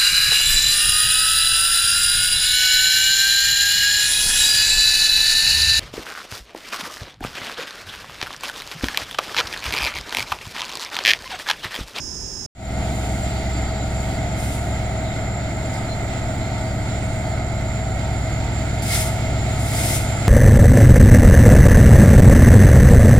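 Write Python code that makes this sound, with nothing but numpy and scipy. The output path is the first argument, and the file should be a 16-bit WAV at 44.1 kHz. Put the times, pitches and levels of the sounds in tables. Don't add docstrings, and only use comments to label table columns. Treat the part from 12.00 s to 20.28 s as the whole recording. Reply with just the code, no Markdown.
import sys
import numpy as np
from scipy import signal
from scipy.fft import rfft, irfft, next_fast_len
from scipy.io import wavfile
from scipy.ndimage import uniform_filter1d

SR = 44100
rng = np.random.default_rng(int(sys.argv[2]) if len(sys.argv) > 2 else 0)


def magnitude_from_level(level_db):
    exponent = np.asarray(level_db, float) / 20
    return 10 ** exponent


def waveform_to_disk(signal):
    frames = np.transpose(np.atleast_2d(signal))
    scaled = np.clip(frames, -1, 1) * 32767
    samples = np.round(scaled).astype(np.int16)
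    wavfile.write(sys.argv[1], SR, samples)


N = 365181
SIZE = next_fast_len(N)
TIME, HZ = np.arange(N) / SR, np.fft.rfftfreq(SIZE, 1 / SR)
CUT_S, RETURN_S = 0.463, 0.55
MIDDLE_S = 4.5
FIRINGS, TEETH = 8, 79

# (time [s], pitch [Hz])
GEAR_MESH = [(0, 642.7), (3, 642.5), (6.5, 642.2), (7.5, 641.3), (8.3, 640.6)]
# (multiple of the engine cycle, level at MIDDLE_S [dB], change [dB/s])
EXHAUST_LINES = [(3, -52.5, -2.0), (4, -44.5, 0.0), (6, -50.0, -0.4), (7, -41.0, 0.9), (8, -30.5, 0.0),
                 (9, -38.5, -0.6), (10, -42.0, 1.0), (11, -39.0, 0.3), (12, -42.0, 0.7), (13, -30.5, 1.1),
                 (14, -33.5, -0.0), (15, -42.5, 0.6), (16, -35.5, 0.5), (17, -38.5, 1.9), (18, -48.0, -0.1),
                 (20, -52.0, 1.4), (21, -40.5, -0.1), (23, -51.5, 1.3), (24, -39.5, -0.4),
                 (25, -51.0, -0.5), (26, -53.5, -2.0), (27, -49.0, 0.5), (28, -58.5, -0.5),
                 (29, -48.5, -0.8), (30, -50.0, 2.0), (32, -50.0, -1.1), (34, -56.0, 1.2), (36, -52.5, 0.4)]
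# (multiple of the engine cycle, level at MIDDLE_S [dB], change [dB/s])
GEAR_LINES = [(70, -52.5, 0.5), (79, -37.5, -0.0), (80, -46.5, -0.1), (81, -49.5, 2.0), (82, -50.5, -1.4),
              (83, -50.0, -0.9), (84, -51.5, 2.0), (85, -51.5, -0.6), (86, -50.5, 0.5), (87, -48.0, -0.0),
              (88, -53.0, -2.0), (89, -55.5, -2.0), (90, -55.0, -2.0), (91, -54.5, 1.5), (94, -51.5, -1.1),
              (96, -48.0, -1.3)]
# (time [s], nearness [dB], cooling air flow [dB], left over right [dB])
APPROACH = [(.6, -1, 0.5, 6), (1.1, -1, 1, 3), (2.5, 0, 0, 1.5), (3.3, 0.5, -1, 2), (4.1, 0.5, -.5, -3.5),
            (5.8, 0, -1, -4), (6.9, 1, 2, -6), (7.5, 1.5, 2.5, 0), (8.28, 2.5, 4, -5.5)]
# (frequency [Hz], level [dB])
RUMBLE_COLOUR = [(15, -2), (25, -8.5), (50, 2.5), (110, -7.5), (150, -9.5), (250, -5), (340, -7.5),
                 (480, -14.5), (600, -15), (900, -44.5)]
# (frequency [Hz], width [Hz], level [dB])
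PANELS = [(683, 181, -0.5), (865, 47, -7.5), (1382, 315, -10), (2102, 350, -14)]
# (frequency [Hz], level [dB])
RUSH_COLOUR = [(300, 8.5), (1000, -13.5), (2600, 5.5), (3400, 3.5), (4500, 0.5), (6000, -3.5), (8000, -6.5),
               (10000, -31), (14000, -60)]
# (frequency [Hz], level [dB])
LEAK_COLOUR = [(5000, -22), (7000, 0.5), (8500, -1.5), (10000, -4.5), (12700, -18), (13600, -14),
               (14400, -2), (14800, -29), (15100, -44)]
# (frequency [Hz], width [Hz], level [dB])
FUZZY_TONES = [(20.9, 1, -48), (147, 0.85, -43), (295.6, 1.55, -52), (760, 3.9, -46.5), (919, 4.7, -52),
               (921, 6.2, -53.5), (1282, 24, -50), (1900, 23, -56.5), (3240, 60, -64), (4300, 89, -58),
               (3940, 26, -58), (14000, 300, -67)]
# (time [s], level [dB])
BLOWER_LOAD = [(.6, -60), (1.2, -55.5), (2, -55), (2.45, -63), (2.9, -68), (4.1, -63.5), (6.2, -59.5),
               (8.28, -57)]
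# (time [s], pitch [Hz], level [dB])
WHEEL_TONE = [(3.8, 39.8, -60), (4.3, 41.74, -51), (5.5, 43.6, -44), (6.5, 47.4, -42), (7.5, 48.8, -60),
              (8.3, 51, -50)]
# (start [s], opening [s], hold [s], hiss [dB], nozzle ring [dB])
BLOW_OFFS = [
    (2.352, 0.04, 0.16, -43, -50),
    (3.714, .025, .04, -56, -42),
    (4.568, .02, 0.09, -58, -46),
    (6.815, 0.0073, .014, -38, -38.5),
    (6.852, .075, 0.1, -30, -27),
    (7.584, 0.23, 0.16, -31, -32.5),
]
# (frequency [Hz], level [dB])
JET_COLOUR = [(700, -36), (1500, -33), (2500, -3.5), (4000, -10), (6000, -3), (7500, 1.5), (9200, 5.5),
              (11000, 0), (13000, -4.5), (15500, -8), (15900, -14), (16200, -50)]
# (frequency [Hz], width [Hz], level [dB])
NOZZLE_RING = [(1390, 310, -8), (2100, 270, 1), (3650, 1900, -5.5), (5030, 470, -1.5), (7860, 1900, -5)]
# (start [s], length [s], first pitch [Hz], last pitch [Hz], level [dB])
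SQUEAKS = [
    (3.656, .04, 4650, 4620, -58),
    (3.83, .027, 4680, 4680, -54),
    (4.35, .27, 4160, 4330, -59),
    (4.63, 0.12, 4700, 4740, -58),
    (5.193, .19, 4540, 4270, -62),
    (4.95, 0.5, 8450, 8570, -58),
]
# (start [s], length [s], first pitch [Hz], last pitch [Hz], level [dB])
NEAR_BIRD = [
    (3.875, .081, 4150, 4180, -47.5),
]
# (start [s], length [s], first pitch [Hz], last pitch [Hz], level [dB])
BREATHY_CALLS = [
    (3.03, .13, 3920, 3650, -53),
    (4.753, .51, 8800, 8650, -57),
]
# (frequency [Hz], width [Hz], level [dB])
CICADA_BODY = [(5280, 480, 0), (6450, 560, -4.5), (7300, 250, -15), (8670, 250, -23), (9620, 200, -22),
               (10550, 200, -27)]
# (frequency [Hz], level [dB])
YARD_COLOUR = [(12, -37), (20, -7), (60, 0.5), (96, -4.5), (129, -3.5), (321, -11.5), (360, -8.5),
               (542, -21.5), (1000, -20.5), (1100, -29), (1730, -25), (1940, -33.5), (4600, -41),
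               (5980, -62), (10100, -120)]
# (frequency [Hz], level [dB])
INSECT_COLOUR = [(7000, -5.5), (8000, -4), (8700, -3), (9200, -14), (9700, -1), (10200, -12), (10700, -8),
                 (11500, -10.5), (13500, -11.5), (15300, -10), (15800, -12), (16200, -48)]
# (frequency [Hz], colour [dB], likeness [0-1], lag [radians])
PORT_DIFFERENCE = [(25, .3, .975, .02), (130, .5, .996, .05), (350, .8, .93, .12), (700, -2.6, .92, .25),
                   (1050, 2, .45, .4), (1350, -1, .72, .4), (2100, 8, .78, 1.1), (2800, 1, .45, 3),
                   (4000, 4, .3, 8), (5000, 1, .5, 6.6), (7600, 1, .5, 9.2), (9300, -13, .1, 11),
                   (12000, -9, .1, 14), (15000, -2, .3, 16)]
# (frequency [Hz], level [dB])
SILENT_BELOW_NEAR_TRAIN = [(2000, -110), (4300, -87), (8000, -86), (9000, -87), (13000, -85), (14500, -88),
                           (15100, -75), (16000, -76)]
# (frequency [Hz], level [dB])
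SILENT_BELOW_NEAR_CICADAS = [(1500, -110), (2800, -81), (4700, -79), (5000, -82), (9000, -83), (12500, -81),
                             (14500, -83), (16000, -84)]


def evened(x):
    return x / np.sqrt(np.mean(x ** 2) + 1e-20)


def read(table, column, hz=HZ):
    rows = np.array(table)
    return np.interp(np.log(hz + 1), np.log(rows[:, 0] + 1), rows[:, column])


def curve(table, column):
    rows = np.array(table)
    return np.interp(TIME, rows[:, 0], rows[:, column])


def bands_db(peaks):
    return 20 * np.log10(sum(magnitude_from_level(db) / (1 + (2 * (HZ - hz) / width) ** 2) for hz, width, db in peaks))


def noise(shape_db):
    spectrum = rfft(rng.standard_normal((2, SIZE))) * magnitude_from_level(shape_db)
    return evened(irfft(spectrum, SIZE)[:, :N])


def drift(hz):
    z = rng.standard_normal((int(20 * N / SR), 2)) @ [1, 1j]
    f = np.arange(len(z)) * SR / N
    slow = irfft(z * np.exp(-(f / hz) ** 2) * (f > 0), N // 64 + 2)
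    return evened(slow.repeat(64)[:N])


def resonate(x, hz, width):
    turn = np.exp(2j * np.pi * np.cumsum(hz * np.ones(x.shape[-1])) / SR)
    r = np.exp(-np.pi * width / SR)
    smooth = signal.lfilter([(1 - r) ** 2], [1, -2 * r, r * r], x / turn + 1e-18)
    return 2 * (turn * smooth).real


def drone(hz, db, waver_db):
    phase = 2 * np.pi * np.cumsum(hz) / SR
    return np.sqrt(2) * magnitude_from_level(db + waver_db * drift(hz=19)) * np.cos(phase)


def follow(db, near, air):
    return db + near * curve(APPROACH, column=1) + air * curve(APPROACH, column=2)


def settle():
    late_db, settle_s = -6, 0.03
    return magnitude_from_level(late_db * np.exp(-np.maximum(TIME - RETURN_S, 0) / settle_s))


def cycle():
    return 2 * np.pi * np.cumsum(curve(GEAR_MESH, column=1)) / TEETH / SR


def hum(lines, waver_db, spread):
    turn = cycle()
    since = TIME - MIDDLE_S
    slip_hz, in_step_s, twin_db, twin_change = 0.19, 1.46, -8.5, -0.55
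    slip = 2 * np.pi * slip_hz * (TIME - in_step_s)
    beat = 1 + magnitude_from_level(twin_db + twin_change * since) * np.exp(-1j * slip)
    out = np.zeros(N, complex)
    for multiple, db, change in lines:
        phase = multiple * turn + spread * multiple ** 2
        line = magnitude_from_level(db + change * since) * np.exp(1j * phase)
        out += line * beat if multiple == FIRINGS else line
    out *= np.sqrt(2) * magnitude_from_level(waver_db * drift(hz=1.2))
    return np.array([out.real, out.imag])


def roar():
    firing = np.cos(FIRINGS * cycle())
    rumble_db = follow(-31.5, near=0.22, air=0.4) + 0.6 * drift(hz=5.2)
    clatter_db = follow(-33.5, near=1.06, air=0.01) + 0.35 * drift(hz=6.9)
    rush_db = follow(-41.5, near=0.01, air=1.26) + 0.85 * drift(hz=8)
    leak_db = follow(-47, near=-0.99, air=2.05) + 1.4 * drift(hz=3)
    rumble = noise(read(RUMBLE_COLOUR, column=1)) * magnitude_from_level(rumble_db)
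    clatter = noise(bands_db(PANELS)) * (1 + 0.029 * firing) * magnitude_from_level(clatter_db)
    rush = noise(read(RUSH_COLOUR, column=1)) * (1 + 0.047 * firing) * magnitude_from_level(rush_db)
    leak = noise(read(LEAK_COLOUR, column=1)) * magnitude_from_level(leak_db)
    return rumble * settle() + clatter + rush + leak


def turbo():
    whistle_hz = 7197
    firing = FIRINGS * cycle()
    phase = 2 * np.pi * np.cumsum(whistle_hz + 5 * drift(hz=9)) / SR + 0.5 * np.sin(firing)
    swell = (1 - 0.1 * np.cos(firing)) * magnitude_from_level(2.1 * drift(hz=23))
    right_phase = phase + 2.74 + 0.87 * drift(hz=4.8)
    tone = swell * np.array([np.cos(phase), np.cos(right_phase)])
    skirt = evened(resonate(rng.standard_normal((2, N)), whistle_hz - 30, 200))
    side = curve(APPROACH, column=3) / 2
    level_db = follow(-42.5, near=0.54, air=0.62) + np.array([side, -side])
    return (evened(tone) + 0.9 * skirt) * magnitude_from_level(level_db)


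def whines():
    hiss = rng.standard_normal((2, N))
    return sum(magnitude_from_level(db - 1) * evened(resonate(hiss, hz, width)) for hz, width, db in FUZZY_TONES)


def blower():
    return drone(4616 + 4 * drift(hz=1.43), curve(BLOWER_LOAD, column=1), waver_db=3.0)


def wheels():
    return drone(curve(WHEEL_TONE, column=1), curve(WHEEL_TONE, column=2), waver_db=2.5)


def valves():
    crack_db, shut_db = -15, -3.5
    tail_far, tail_near = 55, 127
    ring_fade_db = 4.8
    sizzle, ring = noise(read(JET_COLOUR, column=1)), noise(bands_db(NOZZLE_RING))
    out = np.zeros((2, N))
    for start, opening, hold, hiss_db, ring_db in BLOW_OFFS:
        t = TIME - start
        after = np.maximum(t - opening - hold, 0)
        tail = tail_far + (tail_near - tail_far) * start * SR / N
        flow_db = crack_db * np.clip(1 - t / opening, 0, 1)
        flow_db += shut_db * np.minimum(after / 0.025, 1) - tail * after
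        fade_db = ring_fade_db * np.clip(t - opening, 0, hold) / max(opening, 0.05)
        jet = magnitude_from_level(hiss_db + 6.0) * sizzle + magnitude_from_level(ring_db - fade_db) * ring
        out += np.clip(t / 0.008, 0, 1) * magnitude_from_level(flow_db) * jet
    return out * magnitude_from_level(0.7 * drift(hz=30))


def chirps(rows, width_hz):
    out = np.zeros((2, N))
    for start, length, start_hz, end_hz, db in rows:
        count, first = round(length * SR), round(start * SR)
        glide = np.linspace(start_hz, end_hz, count)
        fuzz = evened(resonate(rng.standard_normal((2, count)), glide, width_hz))
        clear = 60 / width_hz * np.cos(2 * np.pi * np.cumsum(glide) / SR)
        swell = signal.windows.tukey(count, 0.4)
        out[:, first:first + count] += magnitude_from_level(db + 4.5) * evened(fuzz + clear) * swell
    return out


def cicada():
    rib_count, buckles_per_s = 8, 53.6
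    slowing, sag = 0.04, 0.01
    count = round(CUT_S * SR)
    rate = buckles_per_s * (1 + 0.0033 * drift(hz=5.4)[:count])
    stroke = np.cumsum(rate) / SR % 1
    ribs = 2 * np.pi * rib_count * (stroke + slowing * stroke * (1 - stroke))
    snaps = evened(sum(np.cos(k * ribs) for k in range(9, 27)))
    others = 1.15 * rng.standard_normal((2, count))
    drive = snaps * (1 + 0.2 * np.cos(2 * np.pi * stroke)) + others
    pitch = 1 + sag * (0.5 - stroke)
    body = sum(magnitude_from_level(db) * resonate(drive, hz * pitch, width) for hz, width, db in CICADA_BODY)
    low_edge = signal.ellip(6, 1, 40, 4830, "high", fs=SR, output="sos")
    body = signal.sosfilt(low_edge, body)
    return magnitude_from_level(-34 + np.array([[-7.5], [4.5]])) * evened(body)


def yard():
    near, far = noise(read(YARD_COLOUR, column=1))
    town = magnitude_from_level(-37.5) * np.array([near + 0.4 * far, near - 0.3 * far])
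    insects = magnitude_from_level(-47.5) * noise(read(INSECT_COLOUR, column=1))
    return (town + insects)[:, :round(CUT_S * SR)]


def ports(pair):
    direct, scattered = rfft(pair, SIZE)
    same = np.clip(read(PORT_DIFFERENCE, column=2), 0, 1)
    late = direct * np.exp(-1j * read(PORT_DIFFERENCE, column=3))
    right = same * late + np.sqrt(1 - same ** 2) * scattered
    return np.array([pair[0], irfft(right * magnitude_from_level(read(PORT_DIFFERENCE, column=1)), SIZE)[:N]])


def scene():
    low = (hum(EXHAUST_LINES, waver_db=0.35, spread=1.4) + wheels()) * settle()
    tones = hum(GEAR_LINES, waver_db=0.4, spread=1.3) + whines() + blower()
    birds = chirps(SQUEAKS, width_hz=38) + chirps(NEAR_BIRD, width_hz=120)
    birds += chirps(BREATHY_CALLS, width_hz=380)
    train = ports(low + tones + roar() + valves() + birds) + turbo()
    out = train * (TIME > CUT_S + 0.04)
    opening = cicada() + yard()
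    out[:, :opening.shape[1]] += opening
    return out


def low_pass(x):
    return signal.sosfilt(signal.butter(12, 16000, fs=SR, output="sos"), x)


def record(dry):
    hz, t, z = signal.stft(dry, SR, "cosine", nperseg=2048, noverlap=1024)
    band_db = 10 * np.log10(abs(uniform_filter1d(abs(z) ** 2, size=7, axis=1)) + 1e-20)
    yard_db = read(SILENT_BELOW_NEAR_CICADAS, column=1, hz=hz)[:, None]
    train_db = read(SILENT_BELOW_NEAR_TRAIN, column=1, hz=hz)[:, None]
    kept = z * (band_db > np.where(t < CUT_S, yard_db, train_db))
    heard = signal.istft(kept, SR, "cosine", nperseg=2048, noverlap=1024)[1][:, :N]
    first_view = np.clip((CUT_S - TIME) / 0.0015, 0, 1)
    fade_s, fade_from = 0.27, 0.091
    second_view = np.clip(fade_from + (TIME - RETURN_S) / fade_s, 0, 1) * (TIME > RETURN_S)
    return low_pass(heard * (first_view + second_view))


dry = scene()
out = record(dry)
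waveform_to_disk(out)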